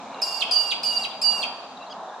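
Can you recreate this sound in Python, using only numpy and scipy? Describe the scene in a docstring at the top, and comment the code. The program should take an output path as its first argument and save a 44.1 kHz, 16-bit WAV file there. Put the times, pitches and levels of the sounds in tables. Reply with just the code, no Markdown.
"""A bird in the grass, to the right of the microphone, gives four piercing calls with both sides of its syrinx:
a high and a low whistle that mix into sum and difference tones, each call ending in a quick downward chip.
The surroundings ring on in scattered noise echoes. Farther birds chirp faintly as short gliding tones and
a far insect buzzes as pulsed band noise, over the shaped-noise drone of distant traffic."""
import sys
import numpy as np
from scipy import signal
from scipy.fft import rfft, irfft, next_fast_len
from scipy.io import wavfile
from scipy.ndimage import map_coordinates

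SR = 44100
rng = np.random.default_rng(int(sys.argv[2]) if len(sys.argv) > 2 else 0)


def wrap_up_sound(samples):
    """Save the sound to the file named by the first command line argument, as 16-bit audio."""
    columns = np.atleast_2d(samples).T
    # keep every value between -1 and 1, then stretch to whole-number steps
    tamed = np.clip(columns, -1, 1)
    steps = np.round(tamed * 32767).astype(np.int16)
    wavfile.write(sys.argv[1], SR, steps)


N = 97020
T = np.arange(N) / SR  # time of each sample, s
DULL_HZ = 10000  # treble corner of the echoes and of the chip's rasp


def amp(db):
    """Decibels to amplitude."""
    return 10 ** (np.asarray(db) / 20)


def unit(x):
    """x scaled to an RMS of one."""
    return x / np.sqrt(np.mean(x ** 2) + 1e-20)


def along(points, hz):
    """(Hz, value) points read off on a log frequency axis."""
    f, v = np.transpose(points)
    return np.interp(np.log(hz + 1), np.log(f + 1), v)


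def curves(rows):
    """One value per sample for each column after the time."""
    s, *cols = np.transpose(rows)
    return [np.interp(T, s, c) for c in cols]


def wobble(rate):
    """A smooth random curve, rate knots a second."""
    knots = rng.standard_normal(int(N * rate / SR) + 4)
    return map_coordinates(knots, [np.arange(N) * rate / SR])


def filtered(x, response):
    """x times a response of frequency."""
    m = next_fast_len(N + SR // 2)
    return irfft(rfft(x, m) * response(np.fft.rfftfreq(m, 1 / SR)), m)[..., :N]


def gate(start, end, fade):
    """Opens at start, is shut at end; fade in seconds."""
    return np.clip(np.minimum(T - start, end - T) / fade, 0, 1)


def placed(x, pan_db):
    """Mono to stereo by left-right level; the mean of both sides keeps the amplitude."""
    sides = amp(np.array([pan_db / 2, -pan_db / 2]))
    return x * sides / sides.mean(0)


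def turn(hz):
    """Running phase of a pitch curve."""
    return 2 * np.pi * np.cumsum(hz) / SR


def echoed(x, tail, db):
    """x (one row) through a stereo echo tail scaled to unit energy on the left, at a level in dB."""
    return amp(db) * signal.fftconvolve(x, tail / np.linalg.norm(tail[0]), axes=1)[:, :N]


def mixed_tones(high_phase, low_phase, since, beat, high_on, both_on):
    """Multiples, sums and differences of the two whistles; each tone wavers and flutters."""
    # Each row: times the high pitch, times the low pitch.
    orders = [(2, 0), (1, 1), (0, 2), (2, -1), (0, 3), (1, 2), (3, -1), (2, 1), (1, 3), (3, 0), (2, 2)]
    # Each row, in the same order: starting level in dB before the call's own offset, change in dB per s.
    tone_levels = [(-46, -118), (-47.5, -63), (-51.5, -15), (-54.5, -36), (-66, 44), (-61.5, 6), (-62, -36),
                   (-61, -39), (-81, -10), (-69, -200), (-77, -44)]
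    waver_db, waver_rate = 3.5, 70  # depth, knots per s
    deeper_db = 8  # the mixed tones flutter deeper than the whistle
    total = np.zeros(N)
    for (m, n), (level, slope) in zip(orders, tone_levels):
        level_db = level + slope * since + waver_db * wobble(waver_rate)
        on = both_on if n else high_on
        total += on * amp(level_db) * np.sin(m * high_phase + n * low_phase)
    return (1 + amp(deeper_db) * beat) * total


def breath(since, on, air_db):
    """Air noise through the syrinx, opening with a short puff."""
    # Each row: frequency in Hz, relative noise density in dB per Hz.
    air_shape = [(1880, -51), (3200, -17), (4060, -15.5), (4790, 3), (5320, -15), (12500, -29.5),
                 (15500, -70)]
    puff_db, puff_s = 10, 0.007  # extra level at the start, decay time
    noise = rng.standard_normal(N)
    noise = unit(filtered(noise, lambda f: amp(along(air_shape, f)) * (f > 2200)))
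    return on * amp(air_db + puff_db * np.exp(-since / puff_s)) * noise


def closing_chip(high_phase, hz, start, end, start_db, chip_db):
    """The closing fall of the high voice: it crackles, splinters in pitch and swells at the throat resonance."""
    peak_share, end_db = .66, -7  # where in the fall its level curve peaks; end level relative to that peak
    rough_db, splinter_hz = 4.5, 180
    throat_hz, throat_wide_hz, throat_db = 2950, 600, 7
    overtone_db, rasp_db = -22, -18
    peak = start + (end - start) * peak_share
    swell_db = np.interp(T, [start, peak, end], [start_db, chip_db, chip_db + end_db])
    level = gate(start - .003, end, 0.0024) * amp(swell_db + rough_db * wobble(500))
    fall = high_phase + turn(splinter_hz * wobble(900))
    throat = amp(throat_db * np.exp(-((hz - throat_hz) / throat_wide_hz) ** 2))
    rasp = rng.standard_normal(N)
    rasp = unit(filtered(rasp, lambda f: (f > 2200) / (1 + (f / DULL_HZ) ** 8)))
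    return level * (throat * np.sin(fall) + amp(overtone_db) * np.sin(2 * fall) + amp(rasp_db) * rasp)


def chip_smeared(chip):
    """The chip smears: sparse spiky echoes that die quickly."""
    t60_s = .06
    t = T[:SR // 10]
    tail = rng.standard_normal((2, len(t))) ** 3 * amp(-60 * t / t60_s)  # cubing makes a few echoes stand out
    return echoed(chip[None], tail, -2)


def glides_smeared(glides):
    """Glides and air smear in dense near echoes with a weaker long wash."""
    near_t60_s, wash_t60_s, wash_db = 0.13, 1, -14
    t = T[:SR // 2]
    decay = amp(-60 * t / near_t60_s) + amp(wash_db - 60 * t / wash_t60_s)
    tail = rng.standard_normal((2, len(t))) * decay
    return echoed(glides[None], tail, 2.5)


def call(high, low, voice):
    """One call: two whistles, their mixed tones, air noise, the closing chip and its near echoes."""
    onset_s, onset_hz, onset_db = 0.00536, 3600, -9  # swoop into the first point; the overshoot adds to its pitch
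    settle_s = .009  # the overshoot dies away
    catch_s, catch_hz, catch_db = 0.0133, 2466, -39  # the low voice first catches at a lower pitch
    chip_s, chip_hz = .027, 1980  # length and end pitch of the closing fall
    flutter_hz = 387  # a fast flutter puts sidebands on the high voice
    shake_db = 1.2  # both whistles shake in level
    caller_pan_db = -6  # left over right: the caller is to the right

    early_hz, late_hz, over_hz, chip_db, mix_db, air_db, flutter_db = voice
    (first, first_db, first_pan), (last, last_db, _) = high[0], high[-1]
    start, end = first - onset_s, last + chip_s
    since = np.clip(T - first, 0, 1)
    hz = np.interp(T, [start, first, last, end], [onset_hz, early_hz, late_hz, chip_hz])
    hz = hz + over_hz * np.exp(-(since / settle_s) ** 2.13)
    high_db, pan_db = curves([(start, first_db + onset_db, first_pan), *high])
    low_start = low[0][0]
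    catch = [(low_start - u * catch_s, catch_hz, catch_db) for u in (1, 1 / 3)]
    low_hz, low_db = curves([*catch, *low])
    high_phase = turn(hz + 6 * wobble(122.3))
    low_phase = turn(low_hz + 5 * wobble(120))
    high_on = gate(start, end, 0.0016)
    both_on = gate(low_start - catch_s, low[-1][0], 0.004)
    beat = 2 * amp(flutter_db) * np.sin(2 * np.pi * flutter_hz * T)

    high_level = gate(start, last, 0.0042) * amp(high_db + shake_db * wobble(90.4))
    whistle = high_level * (1 + beat) * np.sin(high_phase)
    low_whistle = both_on * amp(low_db + shake_db * wobble(70.8)) * np.sin(low_phase)
    mixed = amp(mix_db) * mixed_tones(high_phase, low_phase, since, beat, high_on, both_on)
    air = breath(since, high_on, air_db)
    chip = closing_chip(high_phase, hz, last, end, last_db, chip_db)

    rest = placed(low_whistle + mixed + air + chip, np.full(N, caller_pan_db))
    glides = chip + air + whistle * np.exp(-since / settle_s)
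    # the root of two turns sine levels into RMS levels
    return np.sqrt(2) * (placed(whistle, pan_db) + rest + glides_smeared(glides) + chip_smeared(chip))


def outdoors(x):
    """Scattered, clumped echoes of the surroundings; each frequency dies at its own speed."""
    # Each row: frequency in Hz, time to fall 60 dB in seconds.
    ring = [(2000, .65), (4700, .8), (8000, .4), (13000, .15)]
    first_echo_s, clump_db, wet_db = .006, 3.5, -9.5
    hz, t, z = signal.stft(rng.standard_normal((2, SR)), SR, nperseg=256)
    decay = amp(-60 * t / along(ring, hz)[:, None])
    tail = signal.istft(z * decay, SR, nperseg=256)[1]
    tail = tail * amp(clump_db * wobble(29.7)[:tail.shape[1]])
    late = np.pad(x.mean(0), (round(first_echo_s * SR), 0))
    late = filtered(late, lambda f: 1 / (1 + (f / DULL_HZ) ** 2))
    return echoed(late[None], tail, wet_db)


def far_birds():
    """Short, slightly rough gliding whistles and one cheep with overtones that arches and drops."""
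    # Each row: start in seconds, length in seconds, from Hz, to Hz, level in dB before its shake.
    chirps = [(0.095, 0.017, 4060, 3570, -51.5), (0.139, 0.017, 4250, 3610, -46),
              (0.191, 0.017, 4200, 3600, -47.5), (0.246, 0.011, 4200, 3700, -49),
              (0.112, 0.14, 2810, 2750, -51), (0.924, 0.015, 4220, 3650, -45),
              (.975, .014, 4170, 3660, -47), (1.107, 0.021, 3650, 3490, -42),
              (1.312, 0.024, 3650, 3430, -45), (1.767, 0.014, 4240, 3600, -46),
              (1.814, 0.023, 4250, 3750, -46), (1.863, 0.02, 4270, 3900, -48),
              (1.791, 0.067, 2680, 2780, -49), (2.037, 0.014, 3880, 3450, -55.5),
              (2.086, 0.015, 3970, 3430, -53.5), (2.142, 0.015, 3930, 3440, -53.5),
              (2.1, 0.066, 1665, 1612, -49)]
    # Each row: time in seconds, base pitch in Hz, level in dB before the tone's own level.
    cheep = [(1.897, 1480, -54), (1.907, 1630, -48), (1.922, 1680, -44), (1.932, 1380, -42)]
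    # Each row: multiple of the base pitch, level in dB.
    cheep_tones = [(2, 0), (3, 0), (4, -14)]
    out = np.zeros(N)
    shake, quaver = amp(3 * wobble(300)), turn(80 * wobble(400))  # rough level, rough pitch
    for s, length, from_hz, to_hz, db in chirps:
        glide = turn(from_hz + (to_hz - from_hz) * np.clip((T - s) / length, 0, 1))
        level = amp(db) * shake * gate(s, s + length, length / 3)
        out += np.sqrt(2) * level * np.sin(glide + quaver)
    hz, db = curves(cheep)
    tones = sum(amp(db + level) * np.sin(k * turn(hz)) for k, level in cheep_tones)
    out += np.sqrt(2) * gate(cheep[0][0], cheep[-1][0], 0.0017) * tones
    return np.array([out, out])


def insect():
    """A far insect's faint buzz: a band of noise pulsing at a slightly unsteady rate."""
    centre_hz, wide_hz, pulse_hz, buzz_db, end_s = 2360, 216, 120, -55, 1.62
    noise = rng.standard_normal(N)
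    band = unit(filtered(noise, lambda f: np.exp(-((f - centre_hz) / wide_hz) ** 2)))
    pulses = (1 + np.sin(turn(pulse_hz + 3 * wobble(10.84)))) ** 2 / 2
    return amp(buzz_db) * gate(-1, end_s, 0.18) * pulses * band


def traffic():
    """Distant traffic as shaped noise: a nearly central drone, lumpy rumble below it and faint hiss above."""
    # Each row: time in seconds, gain of the drone in dB before its wavering.
    drone = [(0.0, -36.5), (1.74, -38), (2.03, -36.5), (2.2, -39)]
    # Each row: frequency in Hz, relative noise density in dB per Hz.
    spectrum = [(40, -89), (80, -32), (129, -36.5), (183, -21), (510, -8.5), (759, 1.5), (1130, -4.5),
                (2060, -22), (3150, -21.5), (3840, -16), (4460, -24.5), (6820, -26), (15500, -65.5)]
    # Each row: frequency in Hz, left-right likeness (1 same, -1 opposite).
    likeness = [(60, 1), (240, 0.98), (950, 0.96), (3770, 0.24), (15000, -0.69)]
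    lump_db, thinning_db_per_s = 4.5, -1.5  # the rumble comes in lumps; the hiss thins out

    def spread(hz):
        """Spectrum of the shared and of the opposed part of both sides."""
        angle = np.arccos(np.clip(along(likeness, hz), -1, 1)) / 2
        return amp(along(spectrum, hz)) * [np.cos(angle), np.sin(angle)]

    mid, opposed = filtered(rng.standard_normal((2, N)), spread)
    pair = unit(np.array([mid + opposed, mid - opposed]))
    rumble = filtered(pair, lambda hz: hz < 280)
    hiss = filtered(pair, lambda hz: hz > 1900)
    drone_db, = curves(drone)
    middle = amp(drone_db + 2.1 * wobble(5.0)) * (pair - rumble - hiss)
    low = amp(-30.5 + lump_db * wobble(8.65)) * rumble
    return middle + low + amp(-38.5 + thinning_db_per_s * T) * hiss


def scene():
    """The four calls and the far birds with their echoes, over traffic and insect."""
    # High voice, one list per call. 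Each row: time in seconds, level in dB, left-right difference in dB.
    high = [
        [(0.221, -25, -1), (0.231, -19.5, 0), (0.257, -39, 8), (0.283, -27.5, 2), (0.313, -47, -7),
         (0.327, -26, -6), (0.337, -38, -9), (0.346, -25.5, -18), (0.366, -40.5, -17), (0.377, -31, -11),
         (0.395, -42, -5), (0.405, -31, -1.5)],
        [(0.514, -21, 7), (0.542, -23.5, -10), (0.568, -17.5, -9.5), (0.66, -29, -20), (0.672, -54, -8),
         (0.703, -40, -5)],
        [(0.836, -25.5, 3), (0.854, -29, -6), (0.872, -19, -10), (0.898, -20, -12), (0.934, -33.5, -1.5),
         (0.98, -21, -8), (0.996, -44.5, -16), (1.024, -37, 5), (1.032, -40.5, 0.5)],
        [(1.219, -26.5, 6), (1.247, -19, -10.5), (1.285, -16.5, -8.5), (1.319, -27.5, -22), (1.347, -30.5, 6),
         (1.373, -41, -15), (1.393, -26, -1), (1.417, -35.5, -3)],
    ]
    # Low voice, one list per call. Each row: time in seconds, pitch in Hz, level in dB.
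    low = [
        [(0.228, 2818, -45), (0.366, 2785, -36.5), (0.386, 2800, -46.5), (0.415, 2810, -31)],
        [(0.522, 2920, -45), (0.576, 2888, -33), (0.712, 2780, -37.5)],
        [(0.844, 2900, -38), (0.864, 2918, -40.5), (0.926, 2860, -31), (1.04, 2756, -38)],
        [(1.227, 2790, -42), (1.249, 2884, -36.5), (1.361, 2840, -30.5), (1.425, 2710, -42.5)],
    ]
    # Each row, one per call: high pitch early in Hz, late in Hz, overshoot on top in Hz, chip level in dB,
    # mixed tones' offset in dB, air level in dB, flutter sidebands in dB relative to the high whistle.
    voices = [(4767, 4742, 560, -30.5, 1.5, -46.5, -15.5), (4700, 4708, 270, -31, 1.5, -50.5, -20),
              (4724, 4665, 280, -33, 2, -46, -23), (4682, 4620, 500, -32, 3.5, -51.5, -27.5)]
    sounds = [call(*c) for c in zip(high, low, voices)] + [far_birds()]
    return sum(x + outdoors(x) for x in sounds) + traffic() + insect()


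def record(dry):
    """The microphone chain keeps nothing above its band limit of 15700 Hz."""
    return filtered(dry, lambda hz: hz < 15700)


dry = scene()
out = record(dry)
wrap_up_sound(out)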